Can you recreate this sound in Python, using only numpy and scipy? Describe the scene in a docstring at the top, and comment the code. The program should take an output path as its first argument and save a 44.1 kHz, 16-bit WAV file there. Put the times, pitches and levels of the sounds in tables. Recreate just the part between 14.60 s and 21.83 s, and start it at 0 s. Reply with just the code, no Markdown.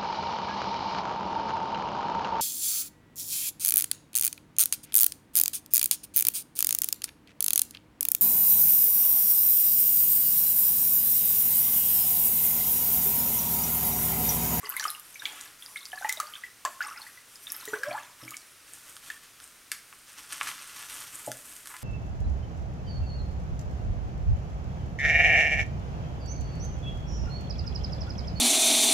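"""Stirring a dye bath

A gloved hand stirs a plastic tub with a metal spoon: air bubbles ring as decaying tones, droplets snap as short
noise, an eddy gulps with a rising tone, and every stroke swishes and sprays. The spoon is lifted, drips, clicks and
is stood in a glass jar, a few short decaying tones. Sleeve and rubber gloves rustle as grainy noise, and a second
tub is bumped and booms. One close microphone hears it in a small, fairly dry room with steady hiss and faint hum."""
import sys
import numpy as np
from scipy import signal
from scipy.fft import rfft, irfft
from scipy.io import wavfile
from scipy.ndimage import uniform_filter1d

SR = 44100
rng = np.random.default_rng(int(sys.argv[2]) if len(sys.argv) > 2 else 0)


def to_wav(s):
    """Save 16-bit WAV."""
    ch = np.atleast_2d(s).T  # columns
    pcm = np.round(np.clip(ch, -1, 1) * 32767)  # PCM
    wavfile.write(sys.argv[1], SR, pcm.astype(np.int16))


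N = 318843
T = np.arange(N) / SR  # time of every sample, in seconds
TOP_HZ = 15800  # highest pitch kept

# Steady background hiss, as a curve. Columns: frequency_hz, relative_level_db
AIR_COLOUR = [(12, -42), (20, -1), (77, -2), (120, -2.5), (168, -3), (262, -1.5), (897, -5), (1330, 2.5),
              (4180, -3), (5850, -2), (7730, -4.5), (8650, -1), (13200, -7), (16000, -12.5)]
# Hiss that differs between the two channels. Columns: frequency_hz, relative_level_db
SIDE_COLOUR = [(12, -27), (20, 0), (49, 1), (485, -5), (1120, -1.5), (4540, 0), (7730, -3.5), (9950, -6.5),
               (14300, -4.5), (16000, -2)]

# Sharp clicks of spoon and glove. Columns: start_s, level_db (before a trim), decay_s (to 1/e)
CLICKS = [(4.3666, -25, 0.00053), (4.802, -31.5, 0.00045), (5.117, -15.5, 0.0017), (5.123, -38.5, 0.027),
          (5.724, -25.5, .003), (5.873, -30.5, .0061), (5.881, -33, 0.017), (6.717, -20, 0.00078),
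          (6.965, -34, .0017), (7.0583, -29, 0.00047), (7.072, -30, .0024), (7.166, -35.5, 0.0026)]
# Tone colour of those clicks. Columns: frequency_hz, relative_level_db
CLICK_COLOUR = [(180, -62), (300, -26), (749, -25), (1480, 0), (2210, -6), (3080, -4.5), (3700, -8.5),
                (3950, -6.5), (4750, -5), (7690, -8.5), (10200, -5), (12900, -13), (16000, -39)]
# Dull knocks of the spoon and the jar. Columns: start_s, level_db (before the bass is cut)
KNOCKS = [(5.327, -34), (5.8119, -13.5), (5.818, -40), (5.871, -24.5), (5.8893, -24.5), (5.915, -29)]
# Tones of the struck jar. Columns: pitch_hz, ring_s (time to fall 60 dB), relative_level_db
JAR = [(1115, 0.0079, 0.5), (1780, 0.0073, -1.5), (2230, 0.0092, -0.5), (2880, 0.0026, 4.5)]
# Bumps on the tubs. Columns: start_s, peak_db, contact_s
BUMPS = [(3.279, -44.5, 0.0032), (3.625, -43.5, 0.0029), (3.65, -49, .0027), (6.673, -26, .0004),
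         (6.69, -30.5, 0.00068)]
# Tones of the struck tubs. Columns: pitch_hz, ring_s (time to fall 60 dB), relative_level_db
TUB = [(124.2, 0.3, -16), (223, 0.21, -17.5), (272.3, 0.34, -19.5), (323, 0.25, -13.5), (498, 0.074, -1.5),
       (557, 0.053, 2), (628, 0.11, 2), (698, 0.056, -0.5), (843, 0.067, -3)]

# A glove scuffs the tub's rim. Columns: start_s, level_db
SCUFFS = [(6.58, -50.5), (7.089, -46), (7.128, -44.5)]
# Tone colour of the scuffs. Columns: frequency_hz, relative_level_db
SCUFF_COLOUR = [(500, -27), (950, 2.5), (2100, -1), (4500, -21)]
# Movements of the arm, before the trims in rustle(). Columns: start_s, length_s, glove_hiss_db, sleeve_rustle_db
MOVES = [(4.05, 0.31, -54.5, -57.5), (4.41, 0.067, -52.5, -52.5), (4.61, 0.021, -60, -52.5),
         (4.79, 0.029, -56, -59.5), (5.21, 0.15, -61, -73), (5.46, 0.025, -57, -53),
         (5.56, 0.028, -49, -46.5), (5.68, 0.13, -49, -45.5), (5.79, 0.12, -46, -44),
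         (5.96, .22, -52.5, -48.5), (6.16, 0.12, -47, -47), (6.27, 0.17, -45.5, -46),
         (6.47, .21, -48, -52.5), (6.7, 0.29, -50.5, -57), (7.04, 0.086, -49.5, -58),
         (7.17, 0.055, -47.5, -49.5)]
MOVE_ATTACK_S, MOVE_RELEASE_S = 0.029, 0.085  # rise time; time to die away to 1/e
# Tone colour of the rubber gloves. Columns: frequency_hz, relative_level_db
GLOVE_COLOUR = [(3000, -8), (5300, -34), (6500, 1.5), (8600, 6.5), (9800, 5.5), (11000, 1.5), (12600, 3.5),
                (14500, -5.5), (16000, -25)]
# Tone colour of the cloth sleeve. Columns: frequency_hz, relative_level_db
SLEEVE_COLOUR = [(150, -21), (500, -20.5), (750, -10.5), (1100, -0.5), (1400, 1), (2300, -2), (3100, 0.5),
                 (3800, -4), (5000, -4.5), (5900, -1), (7300, -10.5), (8600, -9.5), (10000, -15),
                 (16000, -30)]
# Tone colour of the fluttering air. Columns: frequency_hz, relative_level_db
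DRAUGHT_COLOUR = [(25, 3), (200, -5.5), (600, -8.5), (3000, -70)]

# Strokes of the spoon, before the trims of each layer.
# Columns: start_s, length_s, small_bubbles_db, spray_db, swish_db
STROKES = [(0, 0.23, -44, -49, -55), (0.183, 0.097, -48, -38, -54), (0.423, 0.18, -68.5, -48.5, -61),
           (0.6, 0.25, -53, -47, -49), (0.977, 0.33, -58, -49.5, -71), (1.34, 0.18, -48.5, -48.5, -66),
           (1.555, 0.2, -49.5, -51, -74), (2.04, 0.15, -62, -54.5, -68), (2.2, .12, -39, -51, -56),
           (2.356, 0.13, -57, -51, -58.5), (2.66, 0.22, -69, -53.5, -62), (2.858, 0.31, -49.5, -47.5, -53),
           (3.208, 0.18, -41.5, -55, -54), (3.571, 0.17, -55, -52, -58)]
# The water is set moving in the first time and calms to 1/e in the other two
STROKE_ATTACK_S, WAKE_SETTLE_S, SPRAY_SETTLE_S = 0.038, 0.064, 0.061
STIR_END_S = 3.9  # the spoon leaves the water
# High tones the scraping spoon rings. 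Columns: pitch_hz, relative_level_db
SCRAPE_MODES = [(5900, -6), (7250, -9), (8500, -7), (9880, -0.5), (11650, -6), (13200, -7)]
# Tone colour of the swish. Columns: frequency_hz, relative_level_db
SWISH_COLOUR = [(80, -12.5), (300, -6), (650, -5.5), (1500, 0),
                (3200, 2.5), (4200, -9.5), (8500, -5.5), (15000, -24)]
# Tone colour of the fine spray. Columns: frequency_hz, relative_level_db
MIST_COLOUR = [(2000, -23), (5000, -15.0), (9000, 6.5), (12500, 6), (16000, -16)]

EDDY_OPENS_S, EDDY_GULPS_S, EDDY_CLOSES_S = 3.18, 3.258, 3.385  # air pocket forms, starts to gulp, is gone
# Pitch of the new pocket; level before and during the gulp, not counting the fade as the pocket shrinks
EDDY_HZ, EDDY_SOFT_DB, EDDY_GULP_DB = 474, -47.5, -32
# Louder droplets and bursting films. Columns: start_s, level_db (before a trim), centre_hz,
# width_ratio (width / centre, limited in snaps())
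SNAPS = [(.0926, -21.5, 12200, 0.19), (0.0994, -22.5, 12000, 0.19), (.166, -21.5, 11800, 0.43),
         (0.197, -22.5, 5150, 0.89), (.2402, -25, 6600, 1.7), (.303, -23, 10500, 0.56),
         (.3971, -33.5, 12100, .43), (.6552, -25.5, 3740, 1), (0.811, -30.5, 7200, 0.75),
         (1.061, -33.5, 5000, 0.23), (1.2545, -31, 5140, 0.64), (1.489, -30, 7000, 0.1),
         (1.493, -19.5, 6740, 1.8), (1.5252, -20.5, 8500, 1.4), (1.601, -22, 6800, 1.6),
         (2.051, -22, 5560, 0.99), (2.224, -33, 4980, 0.092), (2.2712, -32, 8960, 0.12),
         (2.9022, -30.5, 5500, 0.13), (2.92, -20.5, 12400, 0.47), (2.9645, -29.5, 12500, .15),
         (3.0547, -30, 12500, 1.5), (3.2341, -31.5, 5070, 1.5), (3.7074, -31, 10000, 1.5),
         (3.7682, -29.5, 7560, 0.87), (4.502, -34, 4700, 1.8)]
# Larger air bubbles trapped by the spoon. Columns: start_s, pitch_hz, level_db, rise_octaves (over the ring time)
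BUBBLES = [(.035, 417, -43, 0.1), (0.0307, 1125, -36, 0), (.0454, 2010, -32.5, 0.14),
           (0.069, 1910, -34, 0.13), (.109, 1520, -37, .1), (0.1413, 1540, -33, 0.015),
           (.1665, 2050, -20.5, 0.26), (.1977, 1760, -23, 0.18), (0.227, 1500, -29.5, .2),
           (0.2413, 2980, -22.5, 0.25), (0.2527, 1229, -17.5, 0), (.349, 2830, -28, .05),
           (.557, 2320, -31.5, 0), (0.6206, 1610, -30.5, 0.061), (0.6546, 3340, -15, 0),
           (.657, 2140, -22, .9), (1.0237, 3190, -30, 0.65), (1.159, 2156, -23.5, 0.035),
           (1.172, 3500, -28.5, 0.68), (1.33, 1730, -28.5, 0), (1.3319, 757, -32.5, 0),
           (1.3755, 1710, -31.5, 0.099), (1.412, 766, -34, 0.19), (1.4234, 1530, -28, 0.062),
           (1.446, 1850, -19.5, .15), (1.447, 846, -22.5, .4), (1.495, 2053, -17, 0),
           (1.5718, 3730, -25.5, .15), (1.574, 631, -40.5, 0.061), (1.6001, 1228, -19, 0),
           (1.63, 595, -46, .1), (1.737, 3120, -27.5, 0), (1.754, 3180, -27, 0.72),
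           (1.837, 1904, -25.5, .25), (2.05, 1053, -17.5, .2), (2.055, 1644, -24, 0.62),
           (2.073, 600, -39.5, 0.86), (2.206, 1482, -18, 0.032), (2.216, 1594, -23.5, 0.58),
           (2.3728, 1360, -36.5, 0.45), (2.466, 1823, -35, .6), (2.574, 1950, -40.5, .2),
           (2.8695, 3480, -24, 0.34), (3.077, 424, -36, 0.13), (3.077, 1900, -30.5, 0),
           (3.132, 428, -28, 0.075), (3.1339, 1420, -22.5, 0.72), (3.138, 1480, -23.5, 1),
           (3.2335, 1624, -18, 0.025), (3.309, 2300, -26.5, 0.34), (3.3784, 1644, -29, 0.51),
           (3.679, 2200, -30.5, 0.34), (3.7187, 1194, -36.5, .3), (3.7417, 2246, -29.5, 0),
           (4.5013, 1774, -23.5, 0.096)]
# The ring time limit for low bubbles; well above the knee it shortens by this power of the pitch
RING_T60_S, RING_KNEE_HZ, RING_SLOPE = 0.12, 1000, 1.58
# Tone colour of the splash around each large bubble. Columns: frequency_hz, relative_level_db
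SPLASH_COLOUR = [(400, -27.5), (900, -9.0), (2200, 6.5), (6000, -9.0), (15000, -7)]


def undb(db):
    """Turn decibels into gain."""
    return 10 ** (np.asarray(db) / 20)


def unit(x):
    """Scale a sound to an rms level of 1."""
    return x / np.sqrt(np.mean(x ** 2) + 1e-20)


def add(out, s, sound):
    """Mix a sound in at time s, in seconds."""
    i = int(np.clip(s * SR, 0, N - 1))
    out[i:i + len(sound)] += sound[:N - i]


def colour(x, points):
    """Shape the tone with a filter through (Hz, dB) points that never sounds ahead of its input."""
    size = 4096
    hz, db = np.transpose(points)
    bins_hz = np.arange(size // 2 + 1) * SR / size
    log_gain = np.log(undb(np.interp(np.log(bins_hz + 1), np.log(hz), db)))
    # folding the cepstrum (the spectrum of the log gain) to one side makes the filter causal
    cepstrum = irfft(log_gain)[:size // 2]
    cepstrum[1:] *= 2
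    response = irfft(np.exp(rfft(cepstrum, size)))
    return signal.fftconvolve(x, response / np.linalg.norm(response))[:len(x)]


def walk(rate):
    """Smooth random wandering with a spread near 1, taking new values at this rate in Hz."""
    k = int(SR / rate)
    steps = np.repeat(rng.standard_normal(N // k + 1), k)
    return unit(uniform_filter1d(steps, k)[:N])


def burst(decay):
    """A crack of noise that starts near level 1 and dies away to 1/e in this many seconds."""
    t = T[:SR // 10]
    shape = np.exp(-t / decay)
    crack = rng.standard_normal(len(t)) * shape
    return crack * np.linalg.norm(shape) / np.linalg.norm(crack)


def crackle(rate, spread_db, hiss):
    """Tiny clicks of unequal size, on average this many a second, over a smooth hiss."""
    chance = rng.random(N)
    size = np.minimum(rng.exponential(size=N), 3.5)
    clicks = (chance < rate / SR) * undb(spread_db * size) * rng.choice([-1, 1], N)
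    return unit(unit(clicks) + hiss * rng.standard_normal(N))


def gesture(start, length, attack, release):
    """Gain of one movement: it swells, holds until the movement ends, then dies away."""
    swell = np.clip((T - start) / attack, 0, 1)
    return swell * np.exp(-np.maximum(T - start - length, 0) / release)


def effort(table, axis, attack, release):
    """Gain of a series of movements, each at the dB of one column; where they overlap their powers add."""
    power = sum((undb(row[axis]) * gesture(row[0], row[1], attack, release)) ** 2 for row in table)
    return np.sqrt(power)


def air(level_db=-54.5, hum_hz=120, hum_db=-78):
    """Steady hiss with a faint wavering hum."""
    hum = np.sin(2 * np.pi * hum_hz * T) * (1 + 0.13 * walk(9.2))
    return colour(rng.standard_normal(N), AIR_COLOUR) * undb(level_db) + undb(hum_db) * hum


def room(x, echo_s=.007, echo_db=-11, early_db=-10, early_t60=0.092, tail_db=-10, tail_t60=0.4):
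    """One near reflection, a scatter from tub and table, and a short tail."""
    t = T[:SR // 2]
    response = np.zeros(len(t))
    for db, t60, start in ((early_db, early_t60, .002), (tail_db, tail_t60, .009)):
        scatter = rng.standard_normal(len(t)) * np.exp(-np.log(1000) * t / t60) * (t > start)
        response += undb(db) * scatter / np.linalg.norm(scatter)
    response[int(echo_s * SR)] += undb(echo_db)
    return x + signal.fftconvolve(x, response)[:N]


def ring(modes, contact):
    """The tones of a struck body, peak 1; a longer contact leaves the high ones out."""
    t = T[:SR // 2]
    y = np.zeros(len(t))
    for k, (hz, t60, db) in enumerate(modes):
        gain = (-1) ** k * undb(db) / (1 + (hz * contact) ** 4)
        y += gain * np.sin(2 * np.pi * hz * t) * np.exp(-np.log(1000) * t / t60)
    return y / np.abs(y).max()


def handling(click_db=-2, knock_low_hz=650):
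    """Sharp clicks of noise, knocks that ring the jar and hollow bumps that ring the tubs."""
    cracks, knocks, bumps = np.zeros((3, N))
    for s, db, decay in CLICKS:
        add(cracks, s, undb(db + click_db) * burst(decay))
    for s, db in KNOCKS:
        add(knocks, s, undb(db) * ring(JAR, 0))
    for s, db, contact in BUMPS:
        add(bumps, s, undb(db) * ring(TUB, contact))
    # cut the bass, so that the knocks sound light and dull
    knocks = signal.sosfilt(signal.butter(2, knock_low_hz, "high", fs=SR, output="sos"), knocks)
    return colour(cracks, CLICK_COLOUR) + knocks + bumps


def scuffs(length_s=0.046):
    """Rubber drags briefly on plastic: a soft swell of grainy noise."""
    swell = sum(undb(db) * np.sin(np.pi * np.clip((T - s) / length_s, 0, 1)) for s, db in SCUFFS)
    return swell * colour(crackle(rate=400, spread_db=5.5, hiss=0.39), SCUFF_COLOUR)


def rustle(top_db=-1.5, body_db=-1, draught_db=-21, crease_db=-20):
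    """Rubber hisses and its creases tick, cloth rustles, and the air flutters faintly as the gloved hand moves."""
    hand = effort(MOVES, axis=2, attack=MOVE_ATTACK_S, release=MOVE_RELEASE_S)
    arm = effort(MOVES, axis=3, attack=MOVE_ATTACK_S, release=MOVE_RELEASE_S)
    gloves = colour(crackle(rate=1200, spread_db=4.5, hiss=0.85), GLOVE_COLOUR) * hand * undb(top_db)
    sleeve = colour(crackle(rate=1500, spread_db=7.5, hiss=1.02), SLEEVE_COLOUR) * arm * undb(body_db)
    flutter = colour(rng.standard_normal(N), DRAUGHT_COLOUR) * hand * undb(draught_db)
    ticks = signal.fftconvolve(crackle(rate=12, spread_db=3.5, hiss=0), burst(.0005))[:N]
    creases = colour(ticks * undb(crease_db), GLOVE_COLOUR) * hand
    return (gloves + creases + sleeve + flutter) * undb(1.7 * walk(45))  # all waver together


def scrape(width_hz=170, level_db=-58, release_s=0.15):
    """On each stroke the spoon drags along the tub's bottom; its high modes sing faintly and by turns."""
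    drags = [gesture(row[0], row[1], STROKE_ATTACK_S, release_s) for row in STROKES]
    friction = rng.standard_normal(N) * undb(3 * walk(40) + 2 * walk(6))
    song = np.zeros(N)
    for hz, db in SCRAPE_MODES:
        waver = undb(3.5 * walk(9))
        b, a = signal.iirpeak(hz, hz / width_hz, fs=SR)
        song += undb(db) * waver * signal.lfilter(b, a, friction)
    return unit(song) * undb(level_db) * np.max(drags, axis=0)


def eddy(rough=0.49, wobble=0.0153, attack_s=0.011, release_s=0.0076, fade_s=0.016, shrink=0.33):
    """A hollow behind the spoon wobbles and shrinks evenly; pitch goes as one over its volume's cube root."""
    volume = np.clip((EDDY_CLOSES_S - T) / (EDDY_CLOSES_S - EDDY_OPENS_S), .02, 1)
    pitch_hz = EDDY_HZ / np.cbrt(volume) * (1 + wobble * walk(200))
    tone = np.sin(2 * np.pi * np.cumsum(pitch_hz) / SR)
    soft_s = EDDY_GULPS_S - EDDY_OPENS_S
    gulp_s = EDDY_CLOSES_S - fade_s - EDDY_GULPS_S
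    soft = undb(EDDY_SOFT_DB) * gesture(EDDY_OPENS_S, soft_s, attack_s, release_s)
    gulp = undb(EDDY_GULP_DB) * gesture(EDDY_GULPS_S, gulp_s, attack_s, release_s)
    # a smaller pocket is quieter
    return tone * (soft + gulp) * volume ** shrink * (1 + rough * walk(170))


def snaps(decay=0.0013, level_db=-2):
    """Each droplet gives a millisecond or so of noise around its own pitch."""
    out = np.zeros(N)
    for s, db, hz, width in SNAPS:
        b, a = signal.iirpeak(min(hz, TOP_HZ), 1 / np.clip(width, .1, 1.3), fs=SR)
        drop = signal.lfilter(b, a, signal.lfilter(b, a, burst(decay)))
        drop = drop / np.linalg.norm(drop) * np.sqrt(SR * decay)  # same energy whatever the width
        add(out, s, undb(db + level_db) * drop)
    return out


def bubble(hz, t60, rise, onset=0.00053):
    """A pocket of air rings, fading by 60 dB in t60 s while its pitch glides by this many octaves."""
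    t = T[:int(t60 * SR)]
    phase = 2 * np.pi * np.cumsum(hz * 2 ** (rise * t / t60)) / SR
    return np.sin(phase) * np.exp(-np.log(1000) * t / t60) * (1 - np.exp(-t / onset))


def swarm(count, low_hz, high_hz, cycles, scatter_db):
    """Small bubbles of unequal size between two pitches, spread over the time of stirring; rms 1."""
    out = np.zeros(N)
    for k, (when, length, size, rise) in enumerate(rng.random((count, 4))):
        hz = min(low_hz * (high_hz / low_hz) ** rng.triangular(0, .5, 1), TOP_HZ)
        t60 = cycles * (.5 + length) / hz
        start_s = STIR_END_S * (k + 2 * when) / count
        add(out, start_s, undb(scatter_db * size) * bubble(hz, t60, 0.65 * rise - .1))
    return out / np.std(out[T < STIR_END_S])


def lapping(wake, spray, level_db=-4.5, fizz_db=-7.5, plink_db=-7):
    """Small bubbles fill the wake, tiny ones chirp where wake and spray are strong, stray droplets plink."""
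    small = swarm(count=2000, low_hz=717, high_hz=3430, cycles=31.5, scatter_db=26)
    fizz = swarm(count=700, low_hz=2530, high_hz=13300, cycles=25, scatter_db=31.0)
    plinks = swarm(count=100, low_hz=2300, high_hz=15000, cycles=55, scatter_db=22)
    bubbling = small * wake * undb(level_db) + fizz * np.sqrt(wake * spray) * undb(fizz_db)
    return bubbling + plinks * spray * undb(plink_db)


def wash(sweep, spray, level_db=-2, spray_db=-7.0):
    """Water parts around the spoon with a soft swish under a fine crackle of spray."""
    swish = colour(crackle(rate=1500, spread_db=3.5, hiss=0.98), SWISH_COLOUR)
    mist = colour(crackle(rate=1200, spread_db=5.5, hiss=.4), MIST_COLOUR)
    return swish * sweep * undb(level_db) + mist * spray * undb(spray_db)


def stirring():
    """Each stroke sweeps the water aside, throws a little spray and leaves a bubbling wake."""
    wake = effort(STROKES, axis=2, attack=STROKE_ATTACK_S, release=WAKE_SETTLE_S)
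    spray = effort(STROKES, axis=3, attack=STROKE_ATTACK_S, release=SPRAY_SETTLE_S)
    sweep = effort(STROKES, axis=4, attack=STROKE_ATTACK_S, release=WAKE_SETTLE_S)
    return lapping(wake, spray) + wash(sweep, spray)


def bubbles(daughter_db=-14, lag_s=.011, spread_octaves=0.428, splash_db=-25):
    """Each large bubble rings amid a short splash, then sheds four weaker ones of neighbouring pitch."""
    out, splash = np.zeros((2, N))
    for s, hz, db, rise in BUBBLES:
        t60 = RING_T60_S / (1 + (hz / RING_KNEE_HZ) ** RING_SLOPE)
        add(out, s, undb(db) * bubble(hz, t60, rise))
        add(splash, s, undb(db + splash_db) * burst(0.021))
        for late, pitch in zip(rng.gamma(2, size=4), rng.standard_normal(size=4)):
            daughter_hz = min(hz * 2 ** (spread_octaves * (pitch + .5)), TOP_HZ)
            gain = undb(db + daughter_db - 2 * late)  # later ones are weaker
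            add(out, s + lag_s * late, gain * bubble(daughter_hz, t60 / 2, 0.21))
    return out + colour(splash, SPLASH_COLOUR)


def scene(side_db=-67):
    """The same sound in both channels, plus a trace of hiss with opposite sign in each."""
    water = bubbles() + stirring() + snaps() + eddy()
    mid = room(water + scrape() + rustle() + scuffs() + handling()) + air()
    side = undb(side_db) * colour(rng.standard_normal(N), SIDE_COLOUR)
    return np.array([mid + side, mid - side])


def record(dry):
    """The recorder cuts the top with a steep filter."""
    return signal.sosfiltfilt(signal.ellip(8, .1, 60, TOP_HZ, fs=SR, output="sos"), dry)


dry = scene()
out = record(dry)
to_wav(out)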